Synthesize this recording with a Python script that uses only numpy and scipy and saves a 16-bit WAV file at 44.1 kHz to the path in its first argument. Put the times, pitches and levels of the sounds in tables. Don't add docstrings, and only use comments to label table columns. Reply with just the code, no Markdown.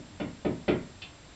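import sys
import numpy as np
from scipy import signal
from scipy.fft import rfft, irfft
from scipy.io import wavfile

SR = 44100
rng = np.random.default_rng(int(sys.argv[2]) if len(sys.argv) > 2 else 0)


def dump_mix(stems):
    frames = np.atleast_2d(stems).T
    limited = np.clip(frames, -1, 1)
    pcm = np.round(limited * 32767).astype(np.int16)
    wavfile.write(sys.argv[1], SR, pcm)


def gain_from_db(level_db):
    decades = np.asarray(level_db, float) / 20
    return 10 ** decades


N = 59535
EVENT_N = SR // 2 + SR // 4

# (time [s], joist level [dB], bay level [dB], board level [dB], crack level [dB])
KNOCK_EVENTS = [
    (-.085, -9.5, -15.5, -10, -54),
    (.199, -5.5, -14.5, -8.5, -30),
    (.448, -1, -2.5, -3.5, -29.5),
    (0.6797, 0.96, 2.8, 0.24, -20),
]
# (frequency [Hz], level [dB], T60 [s], rise time [s])
JOIST_MODES = [(68.1, -42, 0.33, 0.024), (102.4, -45, 0.4, 0.014), (126.1, -29.5, 0.28, 0.079),
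               (145.2, -35, 0.33, 0.053), (171.5, -29.5, 0.26, 0.046), (204.6, -35, 0.26, 0.0012),
               (239.2, -35.5, 0.41, 0.11), (263.4, -37, 0.31, 0.021), (291.8, -28, 0.2, 0.012),
               (306, -31.5, 0.2, 0.014)]
BAY_MODES = [(339.1, -19.5, 0.22, 0.036), (365.6, -23, 0.28, 0.012), (424, -25.5, 0.26, 0.018),
             (388, -47.5, 0.53, 0.019)]
BOARD_MODES = [(199, -29, 0.043, .0015), (447, -38.5, 0.48, 0.024), (476.5, -38, 0.39, 0.0062),
               (543.5, -35, 0.31, 0.0061), (574, -25.5, 0.11, 0.0034), (589.7, -28, 0.21, 0.0014),
               (635, -35, 0.38, 0.009), (694, -32, 0.25, 0.0023), (770.5, -32, .17, 0.0011),
               (823, -30, 0.038, 0.0014), (935, -43.5, 0.49, 0.0016)]
DECAY_BEND = (1.757, 1.087, 0.96)
# (delay [s], level [dB])
WALL_ECHOES = [(.041, -14.5), (.060, -8.5), (.077, -11)]
# (delay [s], level [dB])
CLICK_ARRIVALS = [(.0009, -13), (.0021, -11), (.0029, -5), (.0050, .1), (.0063, -9), (.0087, -8),
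                  (.0124, -10)]
# (frequency [Hz], level [dB])
CRACK_SPECTRUM = [(700, -23), (1150, -2), (1420, -1.5), (1650, -8.5), (2000, 1.4), (2500, -3.4), (3200, -6),
                  (4000, -10.5), (6300, -31.5)]
TICK_SPECTRUM = [(300, -16), (900, -13), (1900, -13.5), (2250, -5), (2500, 3), (3100, 0.3), (4200, -2),
                 (5200, -12.5), (7000, -34)]
# (frequency [Hz], T60 [s])
ROOM_T60 = [(80, 1), (250, 0.59), (700, 0.34), (1500, 0.34), (2600, 0.28), (4000, 0.16), (7000, 0.13)]
# (time [s], level [dB], frequency [Hz], length [s])
FOOTFALLS = [(0.087, -57.5, 91.2, 0.16), (0.923, -54.5, 93.7, 0.092), (1.001, -55, 103, 0.041)]
# (frequency [Hz], level [dB])
RUMBLE_SPECTRUM = [(12, -92.5), (20, -15), (64, -10), (189, -14), (232, -16.5), (310, -11), (387, -22.5),
                   (900, -30.5), (1170, -60.5), (1980, -120)]
HISS_SPECTRUM = [(290, -49), (500, -1), (3200, -7.5), (3590, -6), (6960, -14), (7210, -13), (8000, -9),
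                 (10400, -45.5), (17600, -120)]
# (frequency [Hz], level [dB])
WHINE_TONES = [(7381.3, -68), (7837.5, -88), (7867.3, -87), (7897.3, -89)]
# (frequency [Hz], gain [dB])
CONVERTER_EDGE = [(7000, 0.73), (7700, -4.5), (8100, -11.5), (8500, -18), (8950, -32)]


def knock(joists_db, bay_db, board_db, crack_db, tail, scatter):
    blow_s, diffuse_db = 0.0049, 5
    t = np.arange(EVENT_N) / SR
    alternating = (-1) ** np.arange(20)
    joists = gain_from_db(joists_db) * ring(JOIST_MODES, DECAY_BEND[0], t, alternating)
    bay = gain_from_db(bay_db) * ring(BAY_MODES, DECAY_BEND[1], t, alternating)
    board = -gain_from_db(board_db) * ring(BOARD_MODES, DECAY_BEND[2], t, np.ones(20))
    crack = gain_from_db(crack_db) * click(CRACK_SPECTRUM, tail, 5, scatter)
    blow = (joists + bay + 0.75 * board) * np.exp(-t / blow_s)
    body = joists + bay + board + crack
    for delay_s, db in WALL_ECHOES:
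        add(body, delay_s, gain_from_db(db + 11.5) * blow)
    return body + gain_from_db(diffuse_db) * signal.fftconvolve(blow, tail)[:len(t)]


def ring(modes, bend, t, signs):
    total = np.zeros(len(t))
    for (hz, db, t60_s, rise_s), sign in zip(modes, signs):
        decay = gain_from_db(db - 60 * (t / t60_s) ** bend)
        swell = 1 - np.exp(-t / abs(rise_s))
        total += sign * decay * swell * np.sin(2 * np.pi * hz * t)
    return total


def click(spectrum, tail, wet_db, scatter):
    scatter_db, scatter_s = 2.5, 0.0005
    x = np.zeros(EVENT_N)
    for k, (delay_s, db) in enumerate(CLICK_ARRIVALS):
        at = round((delay_s + scatter_s * scatter[k + 10]) * SR)
        x[at] = (-1) ** k * gain_from_db(db + scatter_db * scatter[k])
    n = np.arange(len(x))
    x = colour(x, spectrum) * np.clip(n / 20, 0, 1) * (n < SR // 20)
    return wet(x / abs(x).max(), tail, wet_db)


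def tick(tail):
    return gain_from_db(-27) * click(TICK_SPECTRUM, tail, 4, np.zeros(20))


def room():
    hz, t, bands = signal.stft(rng.standard_normal(SR), SR, nperseg=512)
    t60_s = np.abs(read(ROOM_T60, hz))[:, None]
    tail = signal.istft(bands * gain_from_db(-60 * t / t60_s), SR, nperseg=512)[1]
    tail = tail * np.clip(np.arange(len(tail)) / SR / 0.002, 0, 1)
    return tail / np.linalg.norm(tail)


def wet(x, tail, db):
    return x + gain_from_db(db) * signal.fftconvolve(x, tail)[:len(x)]


def footfall(db, hz, length_s):
    t = np.arange(0, 2 * length_s, 1 / SR)
    swell = 2 * t / length_s * np.exp(-2 * (t / length_s) ** 2)
    return gain_from_db(db + 11.5) * swell * np.sin(2 * np.pi * hz * t)


def background():
    rumble_db, hiss_db = -54.5, -56
    t = np.arange(N) / SR
    mix = gain_from_db(rumble_db) * evened(colour(rng.standard_normal(N), RUMBLE_SPECTRUM))
    mix += gain_from_db(hiss_db) * evened(colour(rng.standard_normal(N), HISS_SPECTRUM))
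    for hz, db in WHINE_TONES:
        mix += gain_from_db(db + 6) * np.sin(2 * np.pi * hz * t)
    return mix


def evened(x):
    return x / np.sqrt(np.mean(x ** 2) + 1e-20)


def read(points, hz):
    f, value = np.transpose(points)
    return np.interp(np.log(hz + 1), np.log(f + 1), value)


def colour(x, points, outside_db=-70):
    hz = np.fft.rfftfreq(len(x), 1 / SR)
    below = (points[0][0] / 2, outside_db)
    above = (points[-1][0] * 1.06, outside_db)
    return irfft(rfft(x) * gain_from_db(read([below] + list(points) + [above], hz)), len(x))


def add(mix, time_s, sound):
    k = round(time_s * SR)
    sound = sound[max(-k, 0):]
    part = mix[max(k, 0):][:len(sound)]
    part += sound[:len(part)]


def scene():
    mix, tail = background(), room()
    scatters = rng.uniform(-1, 1, (len(KNOCK_EVENTS), 20))
    for (time_s, *levels_db), scatter in zip(KNOCK_EVENTS, scatters):
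        add(mix, time_s, knock(*levels_db, tail, scatter))
    add(mix, 1.0173, tick(tail))
    for time_s, *step in FOOTFALLS:
        add(mix, time_s, footfall(*step))
    return mix[None]


def roll_off(x):
    return signal.sosfilt(signal.butter(12, 8800, fs=SR, output="sos"), x)


def record(dry):
    limit, rate_hz, top_hz = 0.3, 16000, 8950
    hz = np.fft.rfftfreq(N, 1 / SR)
    limited = limit * np.tanh(dry / limit)
    band = np.clip((rate_hz / 2 - hz) / 300 + 0.77, 0, 1) * (hz < rate_hz / 2)
    low = irfft(rfft(limited) * band, N)
    mirrored = low * (1 + 2 * np.cos(2 * np.pi * rate_hz * np.arange(N) / SR))
    edge = gain_from_db(read(CONVERTER_EDGE, hz)) * (hz < top_hz)
    return roll_off(irfft(rfft(mirrored) * edge, N))


dry = scene()
out = record(dry)
dump_mix(out)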